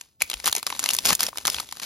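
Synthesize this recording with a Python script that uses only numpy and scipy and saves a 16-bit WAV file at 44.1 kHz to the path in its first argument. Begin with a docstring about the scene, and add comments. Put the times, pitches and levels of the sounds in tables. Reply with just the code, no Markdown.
"""Sharp foil snaps, dense tearing and soft thuds: two hands pinch, crinkle and rip open a foil card wrapper.
It is held just in front of a camera with two microphone ports, in a small quiet room.
Snaps and crinkles are short noise bursts that ring a facet; tears and sliding are streams of tiny clicks;
thuds and the strong ring of some snaps are brief sine pulses, over a low noise rumble.
A faint noise tail answers as the room."""
import sys
import numpy as np
from scipy import signal
from scipy.fft import rfft, irfft, next_fast_len
from scipy.io import wavfile
from scipy.ndimage import uniform_filter1d, map_coordinates

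SR = 44100
rng = np.random.default_rng(int(sys.argv[2]) if len(sys.argv) > 2 else 0)


def unload_audio(sound):
    """Save the sound as a 16-bit wav file, at the path given as the first command line argument."""
    columns = np.transpose(np.atleast_2d(sound))
    # keep every value between -1 and 1, then stretch to whole-number steps
    steps = np.round(np.clip(columns, -1, 1) * 32767)
    wavfile.write(sys.argv[1], SR, steps.astype(np.int16))


N = 81585

# buckling creases: t/s, level/dB before trim and tilt, bass tilt/dB, treble tilt/dB, facet ring f/Hz
CREASES = [(0.0114, -22.5, -7.5, -5, 7000), (0.2058, -22.5, -11, -10, 2210), (0.2125, -19, 2, -17, 2110),
           (0.2196, -9.5, -0.5, 4.5, 2240), (0.2226, -20, 2.5, 11.5, 6500), (0.2998, -17.5, -3.5, 5, 3900),
           (0.3142, -15.5, -3.5, -9, 3120), (0.332, -17.5, -1, -14, 3250), (0.3394, -14.5, -2, -3.5, 3000),
           (0.37, -32, -2, -15, 4220.0), (0.4003, -22, -7.5, -5.5, 2450), (0.4433, -20, 1.5, -7, 5400),
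           (0.458, -12.5, -12, 6.5, 3400), (0.4631, -20.5, -7, 4, 3800), (0.4707, -12.5, 2.5, 5, 3620),
           (0.4769, -10.5, 2.5, 5.5, 1120), (0.483, -12, -18, -5, 3800), (0.4957, -19.5, -2.5, -2, 1400),
           (0.5142, -25, -14, 5, 6300), (0.527, -8.5, -5.5, 0.5, 3770), (0.5511, -13.5, -1, 4, 5670),
           (0.5643, -13.5, -4.5, 4, 6000), (0.5714, -20.5, 0.5, -13, 1940), (0.5811, -21.5, -3, 4.5, 5430),
           (0.5898, -29, -1, 2, 4010.0), (0.6288, -21, 4, 3, 3860), (0.6664, -10.5, -2, -0.5, 4970),
           (0.6726, -18, 4, -4, 5200), (0.702, -18.5, 4, 1, 2190), (0.7251, -14.5, -0.5, -29, 1050),
           (0.7504, -25.5, 3, -12, 3550), (0.7932, -12.5, -2, 2.5, 7100), (0.7994, -20.5, -23, 1, 6760.0),
           (0.829, -22, 3.5, 2, 5370), (0.8398, -10.5, -3, -1, 6100), (0.8598, -9, -4, -4.5, 2250),
           (0.8894, -7, -6.5, -1, 3130), (0.9042, -12, -2, -3, 4800), (0.909, -11.5, -11, -0.5, 5450),
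           (0.9339, -13, -9, 4, 6700), (0.941, -21.5, -14, 15.5, 6940), (0.9491, -17.5, 0.5, 9, 5750),
           (0.9656, -21, -14, 9.5, 5080.0), (0.987, -5.5, -12.5, -7, 5600), (1.054, -7.5, -1.5, 1, 5000),
           (1.0596, -12, -2, 8, 6600), (1.0896, -7.5, -4, -1.5, 5150), (1.0928, -11, 1, -6, 5100),
           (1.105, -6.5, 1.5, -6, 790), (1.1295, -9.5, -12, 1, 2900), (1.1513, -14, -16, 7.5, 6670),
           (1.1967, -18.5, -24, -6, 4570.0), (1.2061, -8.5, -2.5, 3, 5000), (1.232, -20, -9, 15, 2670),
           (1.2657, -13, -7.5, -1.5, 5570), (1.3297, -40, 15.5, -14, 1150), (1.358, -36.5, 10, 4, 1250),
           (1.373, -19, 1, 3, 5300), (1.3832, -18.5, 0.5, 0.5, 3630), (1.4105, -43.5, 9.5, 4, 1150),
           (1.453, -10.5, 0.5, -2.5, 1600), (1.459, -13.5, -7, -3, 6400), (1.4704, -12, -7, 6, 5700),
           (1.4781, -9, 0, 0, 5300), (1.5, -12, -12, 1, 5200), (1.5444, -12.5, -4.5, -7.5, 3240),
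           (1.565, -17.5, -8, -24, 4220.0), (1.5845, -14.5, -2.5, -49, 2400), (1.599, -16.5, -4, -7, 4500),
           (1.602, -20.5, 4, 5.5, 7100), (1.6894, -29.5, 0.5, -3, 3660.0), (1.7116, -28.5, -22, -2, 5170.0),
           (1.7246, -18, -4, -2.5, 1000), (1.7698, -30, 4.5, 1, 4470), (1.7986, -22.5, 0, -1, 4700),
           (1.8325, -19, -11, -8, 4440.0)]
# colour of a snap, close up: f/Hz, level/dB
FOIL_COLOUR = [(60, -36.5), (200, -9), (500, -7.5), (950, 2.5), (1800, -3), (3000, 0.5), (5300, -1),
               (8000, 1), (10500, -1), (13000, -6.5), (15500, -5)]
SNAP_TRIM_DB, SNAP_RISE_S, SNAP_T60_S = -0.5, 0.00043, 0.0076
# shake of the whole sheet, level relative to the crack
SHEET_DB, SHEET_T60_S = -18.5, 0.025
# soft noise swell around the onset of a snap, and how far ahead it starts
SWELL_LEAD_S, SWELL_DB = 0.002, -15.5
# facet ring: the higher it is, the broader
RING_DB, RING_WIDTH_HZ, RING_WIDTH_SHARE = 7.5, 275, 0.079
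# the bass tilt acts below the first edge, the treble tilt above the second
BASS_HZ, TREBLE_HZ = 2160, 7100

# runs of tearing: start t/s, length/s, level/dB, bass tilt/dB
TEAR_RUNS = [(0.44, 0.016, -32, 2.5), (0.463, 0.025, -24.5, 1.5), (1.049, 0.054, -22.5, -0.5),
             (1.102, 0.031, -24, 8), (1.128, 0.027, -33, -4), (1.193, 0.036, -29, -0.5),
             (1.228, 0.0093, -22.5, -5), (1.237, 0.022, -32.5, 5), (1.284, 0.0064, -29, 3.5),
             (1.465, 0.028, -29.5, 7), (1.818, 0.037, -33, 3)]
# colour of the tearing seam: f/Hz, level/dB
SEAM_COLOUR = [(60, -21.5), (180, -3.5), (400, -5.5), (1000, -4), (2000, -2), (3500, 0.5), (5200, 1.5),
               (7500, -0.5), (11000, -4), (15500, -4)]
TEAR_RISE_S, TEAR_FALL_S, BREAKS_PER_S, BREAK_SPREAD_DB = 0.0017, 0.0065, 1500, 1.5
# the tear catches and slips: random points per second, swing to either side
CATCHES_PER_S, CATCH_SWING_DB = 330, 2

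# small crinkles: level relative to the sliding, scatter to either side, range of the facet rings
CRINKLES_PER_S, CRINKLE_DB, CRINKLE_SPREAD_DB = 60, 3.5, 3.5
CRINKLE_LOW_HZ, CRINKLE_HIGH_HZ = 604, 4030

# foil sliding under the fingers: t/s, level/dB
SLIDE_LEVEL = [(0, -52), (.1, -68), (.19, -82), (.21, -35.5), (.265, -51.5), (.295, -45.5), (.42, -49.5),
               (.49, -43), (.54, -42), (.59, -35.5), (.61, -52), (.65, -51.5), (.68, -39), (.78, -42),
               (.83, -36), (.92, -35), (1.02, -43), (1.1, -22.5), (1.17, -47.5), (1.27, -36), (1.32, -57.5),
               (1.37, -43), (1.44, -47), (1.52, -34.5), (1.61, -39), (1.66, -50.5), (1.79, -47),
               (1.85, -53)]
# colour of the sliding: f/Hz, level/dB
RUB_COLOUR = [(60, -16.5), (200, -0.5), (500, -1.5), (1000, -4.5), (1800, -3.5), (3500, 2.5), (5200, 2.5),
              (8000, 1.5), (11000, 0), (15500, -12)]
SLIDE_GRAINS_PER_S, SLIDE_SPREAD_DB = 3500, 3.5

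# soft thuds and the strong ring of some snaps: centre t/s, level/dB, f/Hz, bell half-length/s (to 1/e)
PULSES = [(.2206, -10, 2318, 0.0012), (0.242, -49.5, 65, 0.011), (0.366, -41, 46, 0.02),
          (0.412, -52.5, 61.7, 0.02), (0.501, -45.5, 84.8, 0.012), (0.577, -37, 403, 0.0047),
          (1.1, -44.5, 56, 0.044), (1.119, -31.5, 185.7, 0.01), (1.2867, -26.5, 602, 0.0015),
          (1.465, -45, 160, 0.011), (1.483, -21.5, 1204, 0.0015), (1.572, -47, 72.3, 0.033)]
# colour of the handling rumble: f/Hz, level/dB
RUMBLE_COLOUR = [(20, -33), (50, -1.5), (250, -11), (3000, -43)]
# handling rumble: t/s, level/dB
RUMBLE_LEVEL = [(.19, -71.5), (.25, -66), (.7, -63.5), (1.12, -52.5), (1.35, -60.5), (1.52, -55),
                (1.7, -63)]

# between the microphone ports: f/Hz, phase by which left leads/rad
PORT_LEAD = [(1400, 0), (2700, 1.23), (3800, 0.81), (5200, -0.55), (6460, -0.95), (7840, -2.5),
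             (8600, -3.5), (10900, -6.5), (12300, -6), (14300, -9.5), (16000, -9.5)]
# between the microphone ports: f/Hz, left over right/dB
PORT_LEVEL = [(60, 1), (200, 3), (1300, 2.5), (4400, 4.5), (8100, 0)]
# between the microphone ports: f/Hz, likeness (0-1)
PORT_LIKENESS = [(100, 0.79), (700, 0.93), (2400, 0.83), (5500, 0.8), (8200, 1), (11000, 0.65), (15000, 1)]

# decay of the small room: f/Hz, t60/s
ROOM_DECAY = [(2400, 0.24), (6000, 0), (14000, 0.38)]
# colour of the room tail: f/Hz, level/dB
ROOM_TONE = [(1400, -3.5), (2350, 2.5), (3400, 0), (14000, -4.5)]
ROOM_DB = -21.5
TOP_HZ = 15900  # band limit of the camera


def snaps():
    """The large creases buckle close up, each with its own weight and brightness."""
    out = np.zeros((2, N))
    for s, db, bass_db, treble_db, ring_hz in CREASES:
        def tilt(hz):
            return bass_db * below(hz, BASS_HZ) + treble_db * (1 - below(hz, TREBLE_HZ))
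        snap = coloured(crack(ring_hz), tilt)
        add(out, s - SWELL_LEAD_S, amp(db + SNAP_TRIM_DB) * snap)
    return out


def crack(ring_hz):
    """A buckling crease: a soft swell of noise, a crack of milliseconds that rings its facet, a sheet shake."""
    t = np.arange(2048) / SR - SWELL_LEAD_S
    after = np.maximum(t, 0)
    rise = 1 - np.exp(-(after / SNAP_RISE_S) ** 2)
    snap = amp(-60 * after / SNAP_T60_S)
    sheet = amp(SHEET_DB - 60 * after / SHEET_T60_S)
    swell = amp(SWELL_DB) * np.exp(-2 * np.abs(t) / SWELL_LEAD_S)

    def facet(hz):
        width_hz = RING_WIDTH_HZ + RING_WIDTH_SHARE * ring_hz
        return along(FOIL_COLOUR, hz) + RING_DB * np.exp(-((hz - ring_hz) / width_hz) ** 2)

    x = coloured(burst(rise * (snap + sheet) + swell), facet)
    # the energy of 1 ms at rms 1
    return x * np.sqrt(SR / 1000 / np.sum(x ** 2, axis=1, keepdims=True))


def burst(shape):
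    """A pair of noise bursts of the given shape, broadly flat in spectrum but ragged in detail."""
    x = shape * rng.standard_normal((2, len(shape)))
    grid = np.fft.rfftfreq(len(shape), 1 / SR)
    power = np.abs(rfft(x)) ** 2
    smooth = np.abs(uniform_filter1d(uniform_filter1d(power, size=101), size=101))
    # dividing by the smoothed spectrum leaves only the fine detail
    flat = [coloured(c, lambda hz: -10 * np.log10(np.interp(hz, grid, p) + 1e-12))
            for c, p in zip(x, smooth)]
    return np.array(flat)


def tearing():
    """The seam gives way in runs of dense tiny breaks, catching and slipping as it goes."""
    out, t = np.zeros((2, N)), np.arange(N) / SR
    catch = map_coordinates(2 * rng.random(N) - 1, [t * CATCHES_PER_S])
    uneven = grains(BREAKS_PER_S, BREAK_SPREAD_DB) * amp(CATCH_SWING_DB * catch)
    breaks = coloured(uneven, lambda hz: along(SEAM_COLOUR, hz))
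    for s, length, db, bass_db in TEAR_RUNS:
        corners = [s - TEAR_RISE_S, s, s + length, s + length + TEAR_FALL_S]
        run = np.interp(t, corners, [0, 1, 1, 0]) ** 2
        piece = run * coloured(breaks, lambda hz: bass_db * below(hz, BASS_HZ))
        # the level holds inside the run, however short it is
        out += amp(db) * unit(piece) * np.sqrt(np.mean(run ** 2))
    return out


def crinkles():
    """Small creases give way at random times, louder where the sliding is louder."""
    out, slide_db = np.zeros((2, N)), curve(SLIDE_LEVEL)
    for when, size, facet in rng.random((round(CRINKLES_PER_S * N / SR), 3)):
        db = slide_db[int(when * N)] + CRINKLE_DB + CRINKLE_SPREAD_DB * (2 * size - 1)
        ring_hz = CRINKLE_LOW_HZ * (CRINKLE_HIGH_HZ / CRINKLE_LOW_HZ) ** facet
        add(out, when * N / SR, amp(db) * crack(ring_hz))
    return out


def sliding():
    """Foil rubs on skin and cards: many tiny clicks merge into a fine grainy hiss."""
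    clicks = grains(SLIDE_GRAINS_PER_S, SLIDE_SPREAD_DB)
    hiss = unit(coloured(clicks, lambda hz: along(RUB_COLOUR, hz)))
    return amp(curve(SLIDE_LEVEL)) * hiss


def hands():
    """A low handling rumble, with soft thuds, and short sine pulses for the strong ring of some snaps."""
    noise = coloured(rng.standard_normal((2, N)), lambda hz: along(RUMBLE_COLOUR, hz))
    out = amp(curve(RUMBLE_LEVEL)) * unit(noise)
    t = np.arange(N) / SR
    for s, db, hz, length in PULSES:
        bell = np.exp(-((t - s) / length) ** 2)
        # only in the sound that both ports share
        out[0] += amp(db) * bell * np.sin(2 * np.pi * (hz * t + rng.random()))
    return out


def ports(pair):
    """Two microphone ports hear the near sound mostly alike, apart in phase and level."""
    m = next_fast_len(N + SR // 2)
    hz = np.fft.rfftfreq(m, 1 / SR)
    # mixing two unrelated signals at this angle gives the wanted likeness
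    turn = np.arccos(np.clip(along(PORT_LIKENESS, hz), 0, 1)) / 2
    shared, own = rfft(pair, m) * [np.cos(turn), np.sin(turn)]
    # each port takes half of the level and phase difference
    phase = np.interp(hz, *np.transpose(PORT_LEAD))
    lean = amp(along(PORT_LEVEL, hz) / 2) * np.exp(.5j * phase)
    return irfft(np.array([(shared + own) * lean, (shared - own) / lean]), m)[:, :N]


def room(x):
    """The room's short tail, as decaying coloured noise that differs at each port."""
    hz, t, z = signal.stft(rng.standard_normal((2, SR // 2)), SR, nperseg=256)
    colour_db = along(ROOM_TONE, hz)[:, None]
    decay_db = -60 * t / along(ROOM_DECAY, hz)[:, None]
    tail = signal.istft(z * amp(colour_db + decay_db), SR, nperseg=256)[1]
    return signal.fftconvolve(x[None], tail / np.linalg.norm(tail[0]), axes=1)[:, :N]


def grains(per_s, spread_db):
    """Two unrelated noise streams of tiny clicks of uneven size that share their moments."""
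    extra_db = spread_db * np.minimum(rng.exponential(size=N), 4)
    size = (rng.random(N) < per_s / SR) * amp(extra_db)
    power = signal.lfilter([1], [1, -.85], size ** 2)  # each click fades over a few samples
    return unit(np.sqrt(power) * rng.standard_normal((2, N)))


def coloured(x, gain_db):
    """x through a causal minimum-phase filter with the gain gain_db(Hz)."""
    n = x.shape[-1]
    m = 2 * next_fast_len(n)
    cep = irfft(np.log(amp(gain_db(np.fft.rfftfreq(m, 1 / SR)))), m)
    # folding the cepstrum forward makes the filter causal
    cep[1:m // 2] *= 2
    cep[m // 2 + 1:] = 0
    return irfft(rfft(x, m) * np.exp(rfft(cep)), m)[..., :n]


def below(hz, edge_hz):
    """A smooth step from 1 under the edge to 0 over it."""
    return 1 / (1 + (hz / edge_hz) ** 6)


def along(points, hz):
    """(Hz, value) points read on a log frequency axis."""
    f, v = np.transpose(points)
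    return np.interp(np.log(hz + 1), np.log(f + 1), v)


def curve(rows):
    """(s, value) points read at every sample."""
    return np.interp(np.arange(N) / SR, *np.transpose(rows))


def add(track, s, x):
    """Mix x into the track at time s."""
    i = max(0, round(s * SR))
    part = track[..., i:i + x.shape[-1]]
    part += x[..., :part.shape[-1]]


def amp(db):
    """Decibels to gain."""
    return 10 ** (np.asarray(db) / 20)


def unit(x):
    """x at rms 1."""
    return x / np.sqrt(np.mean(x ** 2) + 1e-20)


def scene():
    """The wrapper close to the ports, and the room's answer to the sound they share."""
    near = snaps() + tearing() + crinkles() + sliding() + hands()
    return ports(near) + amp(ROOM_DB) * room(near[0])


def record(dry):
    """The camera rounds off the highest peaks and keeps nothing above its band limit."""
    held = dry / (1 + np.abs(dry / .9) ** 6) ** (1 / 6)
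    m = next_fast_len(N + SR // 2)
    return irfft(rfft(held, m) * (np.fft.rfftfreq(m, 1 / SR) < TOP_HZ), m)[:, :N]


dry = scene()
out = record(dry)
unload_audio(out)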